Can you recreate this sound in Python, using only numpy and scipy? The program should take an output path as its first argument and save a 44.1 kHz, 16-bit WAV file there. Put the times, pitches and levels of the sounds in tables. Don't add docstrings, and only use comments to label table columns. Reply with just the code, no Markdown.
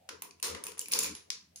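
import sys
import numpy as np
from scipy import signal
from scipy.fft import rfft, irfft
from scipy.io import wavfile

SR = 44100
rng = np.random.default_rng(int(sys.argv[2]) if len(sys.argv) > 2 else 0)


def dump(signal):
    limited = np.clip(np.atleast_2d(signal).T, -1, 1)
    pcm = np.round(limited * 32767).astype(np.int16)
    wavfile.write(sys.argv[1], SR, pcm)


N = 70560

# start in seconds, level in dB, knock (lows) in dB, edge (highs) in dB,
# sheen (top treble) in dB, chatter decay in seconds, ring in Hz, ring level in dB,
# left over right in dB, room level in dB.
CONTACTS = [ (0.0895, -7, 3.5, -6, -4, 0.004, 1444, -5, 1, -4),
            (0.2202, -15, 8.5, 9.5, 6.5, 0.0028, 988, -10, 0, -3),
            (0.309, -17, -31, -10, -11, 0.0013, 2520, -13, 2.5, -6.5),
            (0.3991, -31.5, 4.5, 10.5, -12, 0.0022, 2650, -17.5, -4, -7.5),
            (0.4273, -1.5, -1, 0, 2, .001, 8710, 6.5, 1.5, 5),
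            (0.5473, -11, 10, -3.5, -6, 0.0054, 984, -20, 3, -3.5),
            (0.6386, -15, 4.5, 5, 3, 0.00041, 9260, 4.5, 2.5, 1),
            (0.6672, -13, 3.5, 8, 0.5, 0.0013, 2570, -5.5, -1, -0.5),
            (0.681, -27, -3, 2, -8, 0.00088, 6750, -11.5, 0, -18),
            (0.718, -17.5, 3.5, -2.5, 2.5, 0.0027, 7000, -26, 4, -8),
            (0.7729, -32.5, 18.5, -22, -5.5, 0.002, 6800, -17.5, 2, -13.5),
            (0.7790, -23.5, 4, 8, -5, 0.0022, 10100, -8.5, 3, 7),
            (0.7931, -5.5, -14.5, 8.5, -3, 0.00032, 7560, 7, 1.5, -4.5),
            (0.8142, -27, -10.5, 16, 8, 0.00092, 2934, -6, 2, -4.5),
            (0.8578, -14, -41, -3.5, 1, 0.0015, 2460, -3.5, 0.5, -3.5),
            (0.884, -21, 7, 11.5, 3.5, .001, 9700, -0.5, 1, -2.5),
            (0.9136, -17.5, -7, -3, -4.5, 0.00087, 2395, -11.5, -0.5, 16),
            (0.9196, -6.5, -10, 7.5, 5, 0.00062, 9330, 6.5, -2, 6.5),
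            (0.9262, -8, 1.5, -21, -11, 0.00076, 2510, -16, -8, 5.5),
            (0.9354, 11, -12.5, -9, -12, 0.001, 5010, 9.5, -1, -5.5),
            (0.9887, 3, -7, 6, -1.5, 0.0033, 7015, 14.5, -1.5, -1.5),
            (1.0298, -6, -2.5, 2.5, 3, 0.001, 4980, -3, 7, 0),
            (1.0332, -7, -2.5, 7, -0.5, 0.0044, 6940, 2.5, 0, 2),
            (1.0441, -5, -3, -3.5, 7, 0.00043, 2417, 0, -5, 0.5),
            (1.151, -12, -1.5, -3.5, -29, 0.0011, 10370, -1.5, -1, -0.5),
            (1.3028, 4.5, -6.5, -10.5, -4.5, 0.0011, 5020, 10.5, 4, -4.5),
            (1.5595, -18.5, -6, 7, -10, 0.0014, 6510, -9, 0, 0.5), ]
# frequency in Hz, gain in dB.
STONE_COLOUR = [(100, -17), (250, -17), (450, -8), (720, -11.5), (1000, -4), (1600, -9.5), (2400, -3.5),
                (3300, -5), (5000, -1), (7100, -0.5), (8200, -10), (9700, -0.5), (11000, -2.5),
                (13100, -18), (14900, -4.5), (16000, -29.5)]
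# start in seconds, length in seconds, level in dB,
# knock in dB, edge in dB.
RATTLES = [(0.441, .065, -12.5, 5, 2), (.945, .13, -12, 0, 0.5)]
# frequency in Hz, gain in dB, T60 in seconds, left over right in dB.
ROOM_TAIL = [(100, -8, 0.79, 17.5), (250, 16.5, 0.56, 5.5), (430, 14, 0.6, 5.5), (540, 12, 0.21, 20),
             (730, -6.5, 0.31, -16), (926, 7.5, 0.44, 7.5), (1600, 6, 0.34, -6), (2470, 3, 0.3, 1.5),
             (5500, 3.5, 0.31, 0.5), (9270, -0.5, 0.25, 2), (15000, -2, 0.14, -10.5)]
# frequency in Hz, level in dB, T60 in seconds, left over right in dB.
STANDING_WAVES = [(171, -62, 0.58, 12), (307, -65, .4, -10), (705, -54, 0.87, -7.5),
                  (1002, -57.5, .55, -10.5)]
# peak in seconds, rise in seconds, fall in seconds, level in dB,
# upper modes in dB.
BOOM_SWELLS = [(.155, 0.048, 0.073, -70, -14), (0.532, 0.062, 0.061, -50, -3.5),
               (0.718, 0.3, 0.19, -69.5, -1.5), (1.011, 0.19, 0.14, -64.5, 10),
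               (1.126, 0.11, 0.046, -56.5, 8), (1.45, 0.21, .25, -82.5, 6.5)]
# frequency in Hz, level in dB.
BOOM_UPPER_MODES = [(178, -2), (240, -4), (304, -3)]
# middle in seconds, length in seconds, level in dB, centre in Hz.
SWISH_EVENTS = [(0.053, 0.15, -66.5, 678), (1.284, 0.04, -71, 660), (1.551, 0.073, -71.5, 650)]
# frequency in Hz, gain in dB.
AIR_COLOUR = [(25, -20.5), (50, -30), (80, 7.5), (120, -4), (180, 3.5), (280, -9.5), (450, -11.5),
              (700, -18), (1000, -19.5), (2500, -14), (6000, -20.5), (10000, -21.5), (16000, -26)]

KNOCK_HZ, EDGE_HZ, SHEEN_HZ = (1800, 4540), (5000, 8800), (11200, 11870)
THIN_DB_PER_DB, THIN_HZ = 2.6, 1000
CHATTER_RISE_S = 0.0018
EVENNESS = 0.55
RING_T60_S, RING_RISE_S = 0.011, 0.0006
TWIN_RATIO, TWIN_DB = 1.06, -7

RATTLE_PER_S, RATTLE_FADE_DB, RATTLE_ROOM_DB = 140, -5.5, 0
RATTLE_CHATTER_S, RATTLE_RING_DB = 0.0011, 4

EARLY_S, EARLY_DB = 0.012, -4
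BASS_BUILD_S, BASS_HZ = 0.016, 650
HOLLOW_FROM_HZ, HOLLOW_TO_HZ, HOLLOW_S, HOLLOW_DB, HOLLOW_LEFT_DB = 560, 348, 0.1, -39.5, 6.5

BOOM_HZ, BOOM_WIDTH_HZ, BOOM_LEFT_DB = 81, 13.6, 3.5
SWISH_WIDTH_HZ = 126
AIR_DB, AIR_SHARED_HZ = -71, 500
CUTOFF_HZ = 16300


def clicks():
    out = np.zeros((2, N))
    for start_s, *stone, left_db, room_db in CONTACTS:
        click = contact(*stone)
        add(out, start_s, click * sides(left_db))
        add(out, start_s, amp(room_db) * room(click))
    return out


def contact(level_db, knock_db, edge_db, sheen_db, chatter_s, ring_hz, ring_db, size=2048):
    t, hz = np.arange(size) / SR, np.fft.rfftfreq(size, 1 / SR)
    chatter = np.exp(-t / max(chatter_s, 1 / SR)) * (1 - np.exp(-t / CHATTER_RISE_S))
    grit = rfft(rng.standard_normal((2, size)) * chatter)
    evening_db = -EVENNESS * 20 * np.log10(abs(grit) + 1e-9)
    grit = np.array([g * causal(db) for g, db in zip(grit, evening_db)])
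    grit /= np.sqrt(np.mean(abs(grit) ** 2, axis=1, keepdims=True))

    colour_db = level_db + read(STONE_COLOUR, hz)
    colour_db += np.interp(hz, KNOCK_HZ, [knock_db, 0])
    colour_db -= THIN_DB_PER_DB * max(-knock_db, 0) / (1 + (hz / THIN_HZ) ** 4)
    colour_db += np.interp(hz, EDGE_HZ, [0, edge_db])
    colour_db += np.interp(hz, SHEEN_HZ, [0, sheen_db])
    click = irfft(grit * causal(colour_db))

    fade = decay(t, RING_T60_S) * (1 - np.exp(-t / RING_RISE_S))
    fade *= 2 / fade.sum()
    for mode_hz, db in [(ring_hz, ring_db), (ring_hz * TWIN_RATIO, ring_db + TWIN_DB)]:
        click += amp(db) * fade * np.sin(2 * np.pi * (mode_hz * t + rng.random((2, 1))))
    return click


def spills():
    out = np.zeros((2, N))
    rings_hz = [row[6] for row in CONTACTS]
    for start_s, length_s, level_db, knock_db, edge_db in RATTLES:
        count = round(length_s * RATTLE_PER_S)
        for k in range(count):
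            part = (k + rng.random()) / count
            db = level_db + RATTLE_FADE_DB * part
            ring_hz, ring_db = rng.choice(rings_hz), db + RATTLE_RING_DB
            click = contact(db, knock_db, edge_db, 0, RATTLE_CHATTER_S, ring_hz, ring_db)
            add(out, start_s + part * length_s, click)
    return out + amp(RATTLE_ROOM_DB) * room(out)[:, :N]


def room(sound, size=32768):
    hz, t, z = signal.stft(rng.standard_normal((2, size)), SR, nperseg=512)
    t60_s = read(ROOM_TAIL, hz, axis=2)[:, None]
    build = np.where(hz[:, None] < BASS_HZ, np.minimum(t / BASS_BUILD_S, 1), 1)
    equal_energy = np.sqrt(2 * np.log(1000) / t60_s / SR)
    z = z * build * amp(read(ROOM_TAIL, hz)[:, None]) * decay(t, t60_s) * equal_energy
    z = z * sides(read(ROOM_TAIL, hz, axis=3))[:, :, None]
    tail = signal.istft(z, SR, nperseg=512)[1]

    t = np.arange(tail.shape[1]) / SR
    for mode_hz, db, mode_t60_s, left_db in STANDING_WAVES:
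        wave = np.sin(2 * np.pi * (mode_hz * t + rng.random())) * np.minimum(t / BASS_BUILD_S, 1)
        tail = tail + amp(db) * sides(left_db) * wave * decay(t, mode_t60_s)
    tail = tail + hollow(t)
    return signal.fftconvolve(sound, tail * np.where(t < EARLY_S, amp(EARLY_DB), 1), axes=1)


def hollow(t):
    part = np.minimum(t / HOLLOW_S, 1)
    turns = np.cumsum(HOLLOW_FROM_HZ + (HOLLOW_TO_HZ - HOLLOW_FROM_HZ) * part) / SR
    bloom = np.sin(np.pi * part) ** 2 * np.sin(2 * np.pi * turns)
    return amp(HOLLOW_DB) * sides(HOLLOW_LEFT_DB) * bloom


def boom():
    t, out = np.arange(N) / SR, np.zeros((2, N))
    tone = np.sin(2 * np.pi * BOOM_HZ * t)
    for peak_s, rise_s, fall_s, level_db, upper_db in BOOM_SWELLS:
        ramp = np.interp(t, [peak_s - rise_s, peak_s, peak_s + fall_s], [0, 1, 0])
        swell = np.sin(np.pi / 2 * ramp) ** 2
        upper = sum(amp(db) * band(hz, BOOM_WIDTH_HZ) / np.sqrt(2) for hz, db in BOOM_UPPER_MODES)
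        out += amp(level_db) * swell * (tone + amp(upper_db) * sides(BOOM_LEFT_DB) * upper)
    return out


def swishes():
    t, out = np.arange(N) / SR, np.zeros((2, N))
    for middle_s, length_s, level_db, centre_hz in SWISH_EVENTS:
        noise = np.array([band(centre_hz, SWISH_WIDTH_HZ) for _ in range(2)])
        swell = np.cos(np.pi * np.clip((t - middle_s) / length_s, -0.5, 0.5))
        out += amp(level_db) * noise * swell
    return out


def air():
    hz = np.fft.rfftfreq(N, 1 / SR)
    left_right_shared = rfft(rng.standard_normal((3, N)))
    same = 1 / (1 + (hz / AIR_SHARED_HZ) ** 2)
    z = left_right_shared[:2] * np.sqrt(1 - same) + left_right_shared[2] * np.sqrt(same)
    noise = irfft(z * amp(read(AIR_COLOUR, hz)), N)
    return amp(AIR_DB) * noise / noise.std()


def band(centre_hz, width_hz):
    hz = np.fft.rfftfreq(N, 1 / SR)
    bell = np.exp(-((hz - centre_hz) / width_hz) ** 2 / 2)
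    noise = irfft(rfft(rng.standard_normal(N)) * bell, N)
    return noise / noise.std()


def decay(t, t60_s):
    return np.exp(-np.log(1000) * t / t60_s)


def causal(db):
    log_gain = np.log(amp(np.concatenate([db, db[-2:0:-1]])))
    return np.exp(np.conj(signal.hilbert(log_gain)))[:len(db)]


def amp(db):
    return 10 ** (np.asarray(db) / 20)


def read(points, hz, axis=1):
    table = np.transpose(points)
    return np.interp(np.log(hz + 1), np.log(table[0] + 1), table[axis])


def sides(db):
    return amp(np.array([db, -db]) / 2).reshape(2, -1)


def add(mix, start_s, sound):
    part = mix[:, max(round(start_s * SR), 0):][:, :sound.shape[1]]
    part += sound[:, :part.shape[1]]


def scene():
    return clicks() + spills() + boom() + swishes() + air()


def record(dry):
    lowpass = signal.firwin(255, CUTOFF_HZ, window=("kaiser", 9), fs=SR)
    return signal.oaconvolve(dry, lowpass[None], "same")


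dry = scene()
out = record(dry)
dump(out)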